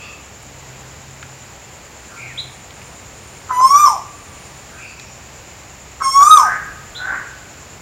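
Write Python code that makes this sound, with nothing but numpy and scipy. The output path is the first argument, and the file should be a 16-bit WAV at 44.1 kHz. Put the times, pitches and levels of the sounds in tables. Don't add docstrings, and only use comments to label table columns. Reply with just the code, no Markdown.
import sys
import numpy as np
from scipy import signal
from scipy.fft import rfft, irfft, next_fast_len
from scipy.io import wavfile
from scipy.ndimage import map_coordinates

SR = 44100
rng = np.random.default_rng(int(sys.argv[2]) if len(sys.argv) > 2 else 0)


def inscribe(sig):
    pcm = np.round(np.clip(np.atleast_2d(sig).T, -1, 1) * 32767)
    wavfile.write(sys.argv[1], SR, pcm.astype(np.int16))


N = 344421
T = np.arange(N) / SR
TOP_HZ = 15900


def amp(db):
    return 10 ** (np.asarray(db) / 20)


def unit(x):
    return x / np.sqrt(np.mean(x ** 2) + 1e-20)


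def along(points, hz):
    f, v = np.transpose(points)
    return np.interp(np.log(hz + 1), np.log(f + 1), v)


def wobble(knots_per_s, t=T):
    return map_coordinates(rng.standard_normal(int(N * knots_per_s / SR) + 4), [t * knots_per_s])


def filtered(x, response):
    size = next_fast_len(N + 8192)
    return irfft(rfft(x, size) * response(np.fft.rfftfreq(size, 1 / SR)), size)[:N]


def noise(spectrum):
    return unit(filtered(rng.standard_normal(N), lambda hz: amp(along(spectrum, hz))))


def jitter(width_hz):
    return unit(filtered(rng.standard_normal(N), lambda hz: 1 / (1 + (hz / width_hz) ** 4)))


def phase_of(hz):
    return 2 * np.pi * np.cumsum(hz) / SR


def swells(rows, edge):
    return sum(amp(db) * np.sin(np.pi * np.clip((T - start) / (end - start), 0, 1)) ** edge
               for start, end, db in rows)


def background(air_db=-40, firing_hz=65, firing_db=-52, octave_db=-55):
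    # frequency in Hz, relative density in dB.
    air_spectrum = [(20, -27), (35, -13), (46, -6), (54, -10), (92, 1), (110, -4), (150, -5), (250, -10),
                    (800, -10), (1400, -14), (2500, -14), (3400, -20.5), (5800, -20.5), (8400, -31.5),
                    (10000, -33.5), (15800, -33.5)]
    rumble_spectrum = [(20, -16.5), (45, -3), (90, -5), (200, -16), (600, -38)]
    # start in seconds, end in seconds, level in dB.
    octave_swells = [(.45, 1.45, -47), (2.2, 2.52, -44.5)]
    rumble_swells = [(5.8, 7.4, -44.5)]
    phase = phase_of(firing_hz + 1.33 * wobble(5.4))
    firing_gain = amp(firing_db + wobble(3.5))
    octave_gain = amp(octave_db + wobble(3.5)) + swells(octave_swells, edge=0.19)
    drone = firing_gain * np.sin(phase) + octave_gain * np.sin(2 * phase)
    rumble = swells(rumble_swells, edge=1.01) * noise(rumble_spectrum)
    air = amp(air_db + 0.53 * wobble(3.49)) * noise(air_spectrum)
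    return np.sqrt(2) * drone + rumble + air


def insects(chorus_db=-45.5, throb_hz=9.2, rasp_hz=60):
    # frequency in Hz, relative density in dB.
    chorus_spectrum = [(4500, -55), (6000, -14), (6550, -5.5), (6900, 1), (7300, 1.5), (7700, -9.5),
                       (8200, -19), (9500, -58)]
    cricket_spectrum = [(8000, -40), (8700, -7), (8980, -3), (9070, 5.5), (9150, -2.5), (9300, -9),
                        (9600, -43)]
    # start in seconds, end in seconds, level in dB.
    phrases = [(1.2, 1.5, -64), (1.62, 1.88, -65), (1.98, 2.27, -59), (2.33, 2.645, -55.5),
               (2.72, 3.05, -55.5), (3.13, 3.473, -55), (4.06, 4.657, -55), (4.65, 4.955, -58.5)]
    throb_db = 1.7 * np.sin(phase_of(throb_hz + 0.25 * wobble(2)))
    chorus = amp(chorus_db + throb_db + 0.47 * wobble(30)) * noise(chorus_spectrum)
    rasp_db = 1.8 * np.sin(phase_of(rasp_hz + 3 * wobble(5.5)))
    cricket = swells(phrases, edge=0.3) * amp(rasp_db) * noise(cricket_spectrum)
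    return chorus + cricket


def echo(x, near_t60_s, far_db):
    # frequency in Hz, t60 of the far tail in seconds.
    wood_t60 = [(300, 3), (950, 0.13), (1220, 1.72), (1700, 1.36), (4000, 0.38), (6000, 0.67), (9000, 0.21),
                (15000, 0.24)]
    hz, t, spectra = signal.stft(rng.standard_normal(SR), SR, nperseg=256)
    decay = amp(-60 * t / near_t60_s) + amp(far_db - 60 * t / along(wood_t60, hz)[:, None])
    build_up = 1 - np.exp(-t / 0.0051)
    tail = signal.istft(spectra * decay * build_up, SR, nperseg=256)[1]
    return signal.fftconvolve(x, tail / np.linalg.norm(tail))[:N]


def note(start_s, length_s, pitches_hz, scatter):
    at = np.flatnonzero((T > start_s) & (T < start_s + length_s))
    progress = (T[at] - start_s) / length_s
    hz = np.polyval(np.polyfit([0, 0.5, 1], pitches_hz, 2), progress)
    arch = np.sqrt(2 * np.abs(np.sin(np.pi * progress)))
    return at, phase_of(hz * (1 + scatter[at])), arch


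def sing(songs, notes, octave_db):
    direct, scattered, waver = np.zeros(N), np.zeros(N), jitter(270)
    for start_s, pitch_factor, song_db, song_echo_db in songs:
        for delay_s, length_s, *pitches_hz, db, scatter, echo_db in notes:
            hz = pitch_factor * np.array(pitches_hz)
            at, phase, arch = note(start_s + delay_s, length_s, hz, scatter * waver)
            whistle = amp(song_db + db) * arch * (np.sin(phase) + amp(octave_db) * np.sin(2 * phase))
            direct[at] += whistle
            scattered[at] += amp(song_echo_db + echo_db) * whistle
    return direct, scattered


def far_calls(lone_scatter=0.045):
    # start in seconds, pitch factor, level in dB, echo in dB.
    songs = [(-.115, 1.102, -41, 2.5), (2.087, 0.997, -36.5, 0), (4.692, 1.06, -42.5, 5.5)]
    # delay and length in seconds, first, middle and last pitch in Hz before the factor,
    # relative level in dB, pitch scatter as a fraction, echo in dB.
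    notes = [(0, .068, 1580, 1360, 1170, -6, .11, 0), (.075, 0.128, 2310, 2355, 2390, 0, .052, -1)]
    # start and length in seconds, first, middle and last pitch in Hz, level in dB.
    lone_tones = [(0, 0.073, 3170, 3400, 3400, -47.5), (0, 0.14, 1205, 1190, 1187, -47),
                  (0, .12, 4510, 4610, 4600, -53), (4.84, .103, 4550, 4620, 4650, -51),
                  (4.98, .16, 5400, 5600, 5750, -53)]
    direct, scattered = sing(songs, notes, octave_db=-22)
    lone, waver = np.zeros(N), jitter(260)
    for start_s, length_s, *pitches_hz, db in lone_tones:
        at, phase, arch = note(start_s, length_s, pitches_hz, lone_scatter * waver)
        lone[at] += amp(db) * arch * np.sin(phase)
    return direct + lone + echo(scattered + lone, near_t60_s=0.91, far_db=0.5)


def twigs(crack_db=-18, crack_t60_s=0.01):
    # start in seconds, level in dB, knock centre in Hz, knock t60 in seconds.
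    ticks = [(0.427, -41, 6840, .04), (1.228, -26, 1650, 0.03), (2.707, -33, 2570, 0.016),
             (2.816, -35.5, 1900, .04), (4.997, -28.5, 3330, 0.019), (7.63, -34, 1310, .02)]
    direct, t = np.zeros(N + SR), np.arange(SR // 8) / SR
    for start_s, db, hz, t60_s in ticks:
        burst = rng.standard_normal(len(t))
        wood = signal.iirpeak(hz, Q=1, fs=SR)
        knock = amp(-60 * t / t60_s) * unit(signal.lfilter(*wood, signal.lfilter(*wood, burst)))
        crack = amp(crack_db - 60 * t / crack_t60_s) * burst
        direct[round(start_s * SR):][:len(t)] += amp(db) * (knock + crack)
    return direct[:N] + amp(-11.5) * echo(direct[:N], near_t60_s=0.25, far_db=-17)


def near_bird():
    songs = [(2.284, 1.001, -24, -3.5), (6.858, 1.005, -32, 1.5)]
    notes = [(0, 0.053, 2217, 1905, 1770, -16.5, .01, -5.5), (.09, .033, 3050, 3880, 4090, 0, .012, 1)]
    direct, scattered = sing(songs, notes, octave_db=-30)
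    return direct + echo(scattered, near_t60_s=0.11, far_db=-1.5)


def koel_pitch(age_s, low_hz, crest_hz, bend, fall_from_s, fall_hz_per_s):
    rise_from_s, crest_s, turn_s = 0.067, 0.305, 0.008
    sharp_hz = 91.2 * np.exp(-age_s / 0.01834)
    climb = np.clip((age_s - rise_from_s) / (crest_s - rise_from_s), 0, 1) ** bend
    falling_s = turn_s * np.logaddexp(0, (age_s - fall_from_s) / turn_s)
    return low_hz + sharp_hz + (crest_hz - low_hz) * climb - fall_hz_per_s * falling_s


def koel_overtones(age_s, pitch_hz, phase, opening):
    # frequency in Hz, gain in dB.
    throat = [(1500, -28.5), (2200, -11.5), (2900, -17.5), (3600, -17), (4300, -21.5), (5060, -16.5),
              (5190, 3), (6100, -4.5), (7300, -5), (8050, -20.5), (8700, -2.5), (9700, -33), (10900, -18),
              (11700, -26), (13000, -14), (14200, -32), (15500, -31.5)]
    tilt_db = 10 * (0.5 - opening)
    flicker_db = [2.8 * wobble(54.1, age_s) + 1.6 * wobble(13.5, age_s) for _ in range(16)]
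    overtones = np.zeros(len(age_s))
    for k in range(2, 16):
        hz = k * pitch_hz
        db = along(throat, hz) + tilt_db * (hz / TOP_HZ) ** 2 + flicker_db[k]
        overtones += amp(db) * (hz < TOP_HZ) * np.sin(k * phase)
    return overtones


def koel(second_voice_hz=1287, settle_s=0.031, opening_s=0.17, fall_from_s=0.353):
    # start in seconds, low and crest pitch in Hz, power of the rise, fall in Hz per second,
    # gain in dB, extra overtone gain in dB throughout and in the opening.
    calls = [(3.490, 989.6, 1198, 1.22, 4285, -1.5, 0, -1.5), (6.003, 1076, 1255, 1.8, 4784, 0.5, 0.5, 2)]
    # call age in seconds, fundamental in dB, overtones in dB, roughness.
    effort = [(0, -39, -66, 0.95), (0.02, -14, -40.5, 1.11), (.045, -8.5, -33.5, 0.42),
              (.16, -6, -30, 0.24), (.24, -7.5, -26.5, 0.42), (.32, -4, -23, 0.7), (.388, -6, -29.5, .75),
              (.438, -22.5, -44.5, 0.63), (.487, -35, -65, .9)]
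    # time in seconds, half length in seconds, added roughness.
    catches = [(3.61, 0.01, 1), (3.759, 0.014, 0.44), (3.866, 0.0084, 0.36), (6.226, .018, 0.55),
               (6.384, 0.015, .7)]
    # pitch in Hz, half width in Hz, gain in dB.
    branch_bands = [(986, 20, -12.5), (1054, 12.1, 1.5), (1092.1, 11.3, -19), (1159, 18, 2),
                    (1193.5, 12.6, -5.5), (1235, 9.2, -15.5), (1256, 10, 2.5)]
    voice = np.zeros(N)
    shake, flutter, grit = jitter(87.8), jitter(397), jitter(394)
    catch = sum(extra * np.exp(-((T - s) / half_s) ** 2) for s, half_s, extra in catches)
    knots_s, *curves = np.transpose(effort)
    length_s = knots_s[-1]
    for start_s, low_hz, crest_hz, bend, fall_hz_per_s, db, extra_db, opening_db in calls:
        at = np.flatnonzero((T > start_s) & (T < start_s + length_s))
        age_s = T[at] - start_s
        tone_db, overtone_db, strain = [np.interp(age_s, knots_s, curve) for curve in curves]
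        rough = strain + catch[at]
        unsettled = np.exp(-(age_s / settle_s) ** 4)
        opening = np.exp(-(age_s / opening_s) ** 2)
        fallen = np.clip((age_s - fall_from_s) / (length_s - fall_from_s), 0, 1)

        pitch_hz = koel_pitch(age_s, low_hz, crest_hz, bend, fall_from_s, fall_hz_per_s)
        tremor = 0.01107 * rough + 0.03 * fallen
        phase = phase_of(pitch_hz * (1 + tremor * shake[at]))
        tone = np.sin(phase) * (1 + 0.12 * rough * flutter[at])
        tone += 0.59 * unsettled * (1.1 + grit[at]) * np.sin(2 * np.pi * second_voice_hz * age_s)
        branch_db = sum(gain_db * np.exp(-((pitch_hz - hz) / half_hz) ** 2)
                        for hz, half_hz, gain_db in branch_bands)
        tone *= amp(tone_db + branch_db)

        overtones = koel_overtones(age_s, pitch_hz, phase, opening)
        overtones *= 1 + 0.36 * rough * flutter[at]
        overtones *= amp(overtone_db + extra_db + opening_db * opening)
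        early_octave = amp(-34) * (1 - unsettled) * np.exp(-(age_s / 0.091) ** 2) * np.sin(2 * phase)
        voice[at] += np.sqrt(2) * amp(db) * (tone + overtones + early_octave)
    # frequency in Hz, gain in dB.
    leaves = [(700, -2.5), (1040, -9), (1220, -5.5), (5800, -2.5), (12000, -6)]
    reflected = echo(voice, near_t60_s=0.38, far_db=-23)
    return voice + filtered(reflected, lambda hz: amp(along(leaves, hz)))


def hoarse_bird(scatter=0.0634, rasp=0.83, undertone_db=-17):
    # start and length in seconds, first, middle and last pitch in Hz, relative level in dB.
    cries = [(6.386, .2, 1450, 1580, 1651, -23.5), (6.949, 0.258, 1432, 1515, 1525, -24.5)]
    direct, waver, flutter = np.zeros(N), jitter(177), jitter(455)
    for start_s, length_s, *pitches_hz, db in cries:
        rough = np.clip(0.31 + 1.458 * ((T - start_s) / length_s) ** 2, 0, 2)
        at, phase, arch = note(start_s, length_s, pitches_hz, scatter * rough * waver)
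        undertone = amp(undertone_db) * np.sin(phase / 2) * (0.5 + waver[at])
        envelope = arch ** 2 * (1 + rasp * rough[at] * flutter[at])
        direct[at] += amp(db) * envelope * (np.sin(phase) + undertone)
    return amp(-4.5) * (direct + echo(direct, near_t60_s=0.49, far_db=-14))


def scene():
    return (background() + insects() + far_calls() + twigs() + near_bird() + koel() + hoarse_bird())[None]


def record(dry):
    hardness = 26
    clipped = dry[0] / (1 + np.abs(dry[0]) ** hardness) ** (1 / hardness)
    return filtered(clipped, lambda hz: hz < TOP_HZ)[None]


dry = scene()
out = record(dry)
inscribe(out)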